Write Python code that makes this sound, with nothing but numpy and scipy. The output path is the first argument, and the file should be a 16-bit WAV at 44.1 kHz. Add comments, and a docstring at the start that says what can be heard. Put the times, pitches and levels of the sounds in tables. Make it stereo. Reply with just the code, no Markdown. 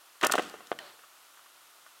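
"""Hollow knocks clatter on a plastic casing close to the microphone, like a camera being handled.
Each blow rings the casing briefly; hard contacts add sharp clicks, and sliding surfaces a light rubbing.
One more knock, a ringing tick and a faint falling whirr follow, then only soft taps.
The tiled room rings on behind them over a steady hiss, and a gain control turns down the loudest knocks."""
import sys
import numpy as np
from scipy import signal
from scipy.fft import irfft
from scipy.io import wavfile
from scipy.ndimage import uniform_filter1d

SR = 44100
rng = np.random.default_rng(int(sys.argv[2]) if len(sys.argv) > 2 else 0)


def transcribe(u):
    """Save the signal u as a 16-bit wav file named by the first command-line argument.

    u: samples, shape (n,) or (channels, n), limited to [-1, 1]; the rate is SR.
    q: integer samples, one column per channel.
    """
    v = np.clip(np.atleast_2d(u).T, -1, 1)
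    q = np.round(v * 32767).astype(np.int16)
    wavfile.write(sys.argv[1], SR, q)


N = 88200

# Tone colour of the hiss; a colour says how strong each pitch is next to the others (f/Hz, level/dB)
HISS_COLOUR = [(15, -72), (25, -42), (161, -23), (206, -26.5), (363, -13), (463, -15.5), (641, -7),
               (775, -7.5), (1400, -2), (1610, -8.5), (2220, -10.5), (3080, -8.5), (4740, -12.5),
               (12900, -15), (16000, -21.5)]
# How alike the hiss is left and right, 1 being the same (f/Hz, likeness)
HISS_LIKENESS = [(60, .3), (290, 0.28), (640, -0.23), (1400, -0.056), (15000, 0.18)]
# Echo of the tiled room; t60 is the time to fade by 60 dB (f/Hz, level/dB, t60/s)
ROOM_ECHO = [(60, -2.5, 1), (129, -2, 0.64), (250, -8, 0.54), (500, -22, 1), (1000, -16, 0.94),
             (2020, -13, 1), (4000, -13.5, 1), (7940, -18.5, 1), (16000, -30, .25)]
# How alike the echo and the rattle are left and right (f/Hz, likeness)
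ROOM_LIKENESS = [(60, 0.75), (250, 0.76), (700, 0.71), (1400, 0.22), (3000, 0), (15000, 0.24)]
# Path of the whirr's falling tone (t/s, f/Hz, level/dB)
WHIRR_PATH = [(.785, 730, -75), (0.801, 701, -48.5), (0.826, 617, -53), (.84, 572, -53),
              (.87, 579.4, -61.5), (0.932, 561, -70)]
# Colour of the buzz around that tone (f/Hz, level/dB)
BUZZ_COLOUR = [(180, -37), (370, -2), (700, 2.5), (1600, 3.5), (2300, -5.5), (3100, 0), (3700, -3.5),
               (4300, 0.5), (5200, -12), (15000, -22)]
# How the rubbing swells and fades (t/s, level/dB)
RUB_LEVELS = [(.31, -70), (.34, -49), (.38, -42), (.42, -43.5), (.46, -46.5), (.51, -58), (.58, -61)]
# Colour of the rubbing (f/Hz, level/dB)
RUB_COLOUR = [(100, -17), (1000, -9), (2500, 6.5), (4500, 2.5), (7000, -3.5), (9500, -3.5), (12000, -14),
              (16000, -15)]
# Plastic clicks (t/s, level/dB, favoured f/Hz, t60/s)
CLICKS = [(0.212, -27, 2070, 0.024), (0.2291, -27.5, 4500, 0.024), (0.2475, -16, 6560, 0.019),
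          (0.2679, -13, 8600, 0.015), (0.314, -23, 6500, 0.01), (0.3171, -26.5, 3000, 0.058),
          (0.3214, -10, 7800, 0.013), (0.3355, -22, 5000, 0.012), (0.3537, -16.5, 3000, 0.007),
          (0.356, -32.5, 8900, 0.034), (0.421, -36, 5000, 0.01), (0.4695, -47, 6900, 0.012),
          (.4970, -32, 4980, 0.0093), (0.6702, -43, 5000, 0.022), (.7887, -30.5, 2300, 0.016)]
# Colour shared by the clicks (f/Hz, level/dB)
CLICK_COLOUR = [(100, -16), (500, -1), (1200, 2.5), (2200, -2.5), (4000, 0.5), (5500, -1.5), (7700, -0.5),
                (11000, -4.5), (16000, -6.5)]
# The tick's modes, the tones it rings with (f/Hz, level/dB, base t60/s, left minus right/dB)
TICK_MODES = [(1855, -33, 0.036, 2.3), (3130, -26, 0.021, 7.5), (3400, -40, 0.018, 2)]
# Modes of the plastic casing (f/Hz, level/dB, base t60/s, left minus right/dB)
CASING_MODES = [(295, -24, 0.017, -1), (348, -13.5, 0.024, -11), (469, -10.5, 0.024, -5),
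                (597, -9.5, 0.024, -3.5), (695, -10, 0.023, -3.5), (1105, -9, 0.024, -10.5),
                (1234, -4.5, 0.021, -1.5), (1419, -7, 0.027, -4.5), (1765, -10.5, 0.037, 4),
                (2714, -6.5, 0.021, 7), (3000, -14.5, 0.0086, 19.5)]
# Colour of the rattle from the casing's crowded upper modes (f/Hz, level/dB)
RATTLE_COLOUR = [(30, 20.5), (120, -11), (300, 1.5), (700, 0), (920, -2), (1300, 1), (2300, -3.5),
                 (3200, 1.5), (4500, -16), (8000, -16), (16000, -32)]
# Knocks and soft taps (t/s, level/dB, favoured f/Hz, spread/octaves, ring length factor)
KNOCKS = [(.155, -48.5, 1300, 1, 0.8), (0.2209, -27.5, 1500, 1.2, 1.7), (0.23, -18, 1300, 1.6, 0.66),
          (0.2331, -10.5, 2400, 1.34, 1.5), (.2357, -9, 600, 1.65, 1.56), (0.2413, -11.5, 670, 1.06, 1.96),
          (.2438, -5.5, 1080, 0.95, 0.64), (0.2476, -12, 450, 0.72, 0.91), (0.251, -17, 2380, 0.95, 1),
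          (.2563, -16, 1300, 1.1, 1.5), (0.2606, -19.5, 1400, 1.3, 0.57), (.2640, -14, 736, 1.3, 0.84),
          (0.2973, -11.5, 1400, 0.3, 0.94), (.3037, -18.5, 654, 0.71, 0.95),
          (0.3202, -16.5, 2070, 0.84, 1.47), (0.3383, -11, 1240, 0.71, 0.99), (.3428, -12, 610, 0.83, 1.18),
          (0.3538, -11, 626, 0.71, 1.08), (0.3805, -12.5, 1430, 0.92, 0.7), (0.3844, -9.5, 560, 1.1, 0.78),
          (0.3883, -20, 650, 0.86, 0.97), (0.3941, -10.5, 550, 0.9, 1.1), (.5408, -26, 556, 0.73, 0.98),
          (.6060, -36, 920, 1, 1.2), (.7166, -13.5, 553, 0.89, 0.69), (0.7252, -23, 504, 0.93, 1.1),
          (.992, -42.5, 1400, .8, 1), (1.037, -44, 1070, .7, 1.9), (1.3735, -38, 1450, 0.3, 0.63),
          (1.393, -45.5, 1420, 0.41, 1.3), (1.461, -44, 1520, 0.61, 1.3), (1.8641, -39.5, 1460, 0.38, 1.45)]


def gain(db):
    """Turns decibels into a factor to multiply by."""
    return 10 ** (np.asarray(db) / 20)


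def look_up(table, hz, column=1):
    """Reads between a table's rows along a pitch (log-frequency) axis."""
    rows = np.array(table, float)
    return np.interp(np.log(hz + 1), np.log(rows[:, 0] + 1), rows[:, column])


def add(mix, start_s, sound):
    """Mixes a stereo sound in at its start time."""
    part = mix[:, max(round(start_s * SR), 0):][:, :sound.shape[1]]
    part += sound[:, :part.shape[1]]


def pan(db):
    """Left and right gains that put the left side db above the right."""
    return gain(np.array([[db], [-db]]) / 2)


def noise(colour, size, likeness=None, weight=lambda hz: 1):
    """Stereo noise of strength (rms) 1 with a given colour and left-right likeness."""
    hz = np.fft.rfftfreq(size, 1 / SR)
    left, other = np.exp(2j * np.pi * rng.random((2, len(hz))))
    shared = np.clip(look_up(likeness, hz), -1, 1) if likeness else 0
    right = shared * left + np.sqrt(1 - shared ** 2) * other
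    sound = irfft(np.array([left, right]) * gain(look_up(colour, hz)) * weight(hz), size)
    return sound / sound.std()


def favour(hz, centre_hz, octaves):
    """A broad hump around one pitch: each knock or click has its own favoured pitch."""
    return 1 / (1 + (np.log2((hz + 1) / centre_hz) / octaves) ** 2)


def fade(t, t60):
    """Dies away by 60 dB every t60 seconds."""
    return np.exp(-np.log(1000) * t / t60)


def strike(t, t60, contact_s=0.00027):
    """The loudness of a blow: a fast rise, then a fade."""
    return (1 - np.exp(-t / contact_s)) * fade(t, t60)


def ring(modes, t, length, detune=0.03, skew_rad_per_hz=1.04 / 3000):
    """One fading tone per mode, new at each blow; high tones are more out of step left and right."""
    tones = []
    for hz, db, t60, pan_db in modes:
        shift, skew = rng.standard_normal(2)
        phase = 2 * np.pi * hz * (1 + detune * shift) * t
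        lead = np.array([[1], [-1]]) * skew * skew_rad_per_hz * hz
        tones.append(gain(db) * pan(pan_db) * strike(t, t60 * length) * np.sin(phase + lead))
    return np.array(tones)


def hiss(level_db=-54.5):
    """A soft, steady hiss behind everything."""
    return gain(level_db) * noise(HISS_COLOUR, N, HISS_LIKENESS)


def room_echo(sound, early_db=-15.5, early_t60=0.1, delay_s=0.013):
    """Sound bounces off the tiles: quick early echoes, then a tail where each pitch has its own fade."""
    white = noise([(20, 0), (20000, 0)], SR, ROOM_LIKENESS)
    hz, t, bands = signal.stft(white, SR, nperseg=256)
    t60 = look_up(ROOM_ECHO, hz, column=2)[:, None]
    late = fade(t, t60) / np.sqrt(t60) * gain(look_up(ROOM_ECHO, hz))[:, None]
    early = fade(t, early_t60) / np.sqrt(early_t60) * gain(early_db)
    echo = signal.istft(bands * np.hypot(late, early), SR, nperseg=256)[1]
    echo *= np.sqrt(2 * np.log(1000) / SR)  # the levels now stand for total energy
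    echo *= np.clip(np.arange(echo.shape[1]) / SR / delay_s - .5, 0, 1)  # half faded in at delay_s
    blended = (sound.mean(0) + sound) / 2
    return signal.fftconvolve(blended, echo, axes=1)[:, :N]


def whirr(wobble_depth=0.0375, overtone_ratio=2.45, overtone_db=-4.5, buzz_db=-49):
    """A faint, unsteady tone and its overtone sink in pitch inside a short buzz."""
    t = np.arange(N) / SR
    times, hz, db = np.transpose(WHIRR_PATH)
    wobble = uniform_filter1d(rng.standard_normal(N), size=300)
    pitch_hz = np.interp(t, times, hz) * (1 + wobble_depth * wobble / wobble.std())
    phase = 2 * np.pi * np.cumsum(pitch_hz) / SR
    loudness = gain(np.interp(t, times, db)) * (t > times[0]) * (t < times[-1])
    tone = np.sin(phase) + gain(overtone_db) * np.sin(overtone_ratio * phase)
    buzz_swell = np.interp(t, [0.787, 0.797, 0.87, 0.99], [0, 1, 1, 0])
    return loudness * tone + gain(buzz_db) * buzz_swell * noise(BUZZ_COLOUR, N)


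def rubbing(slips_per_s=420, grain_s=0.002):
    """Surfaces slide lightly: each tiny random slip gives a grain of bright noise."""
    t = np.arange(N) / SR
    slips = (rng.random(N) < slips_per_s / SR) * rng.exponential(1, N)
    grains = 1 + signal.lfilter([1], [1, -np.exp(-1 / (grain_s * SR))], slips)
    grains /= np.sqrt(np.mean(grains ** 2))
    times, db = np.transpose(RUB_LEVELS)
    loudness = gain(np.interp(t, times, db)) * (t > times[0]) * (t < times[-1])
    return loudness * grains * noise(RUB_COLOUR, N)


def plastic_clicks(octaves=1.12, pan_db=-2, tick_at_s=0.7888):
    """Hard plastic contacts: crowded bright modes that die in milliseconds, and one ringing tick."""
    out, t = np.zeros((2, N)), np.arange(2048) / SR
    for start_s, db, hz, t60 in CLICKS:
        burst = noise(CLICK_COLOUR, len(t), weight=lambda f: favour(f, hz, octaves))
        add(out, start_s, gain(db) * pan(pan_db) * burst * strike(t, t60))
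    add(out, tick_at_s, ring(TICK_MODES, t, length=0.85).sum(0))
    return out


def casing_knocks(rattle_base_db=-8.5, rattle_base_t60=0.031, low_cut_hz=340, thud_db=-37.5):
    """Each blow makes the plastic casing ring and rattle; so small a body gives off little bass."""
    out, t = np.zeros((2, N)), np.arange(4096) / SR
    for start_s, db, hz, octaves, length in KNOCKS:
        mode_strengths = favour(np.array(CASING_MODES)[:, 0], hz, octaves)
        body = np.tensordot(mode_strengths, ring(CASING_MODES, t, length), 1)
        rattle = noise(RATTLE_COLOUR, len(t), ROOM_LIKENESS, lambda f: favour(f, hz, octaves) ** .5)
        rattle *= gain(rattle_base_db) * octaves * strike(t, rattle_base_t60 * length)
        add(out, start_s, gain(db) * (body + rattle))
    bass_cut = signal.butter(2, low_cut_hz, "highpass", fs=SR, output="sos")
    return signal.sosfilt(bass_cut, out) + gain(thud_db) * out  # a faint thud gets past the cut


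def scene():
    """The sounds close to the microphone, their echo in the room, and the hiss."""
    close = casing_knocks() + plastic_clicks() + rubbing() + whirr()
    return close + room_echo(close) + hiss()


def record(dry, limit_db=-23, cut_share=0.27, fall_db_per_s=133, top_hz=16100):
    """A gain control dips the level at the loudest knocks; then the highest treble is cut."""
    power = uniform_filter1d((dry ** 2).mean(0), size=200)
    power_db = 10 * np.log10(abs(power) + 1e-12)
    fall_db = np.arange(N) / SR * fall_db_per_s
    peak_db = np.maximum.accumulate(power_db + fall_db) - fall_db  # jumps up, sinks steadily
    over_db = np.maximum(peak_db - limit_db, 0)
    dipped = dry * gain(-cut_share * uniform_filter1d(over_db, size=100))
    treble_cut = signal.firwin(255, top_hz, window=("kaiser", 9), fs=SR)
    return signal.oaconvolve(dipped, treble_cut[None], "same")


dry = scene()
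out = record(dry)
transcribe(out)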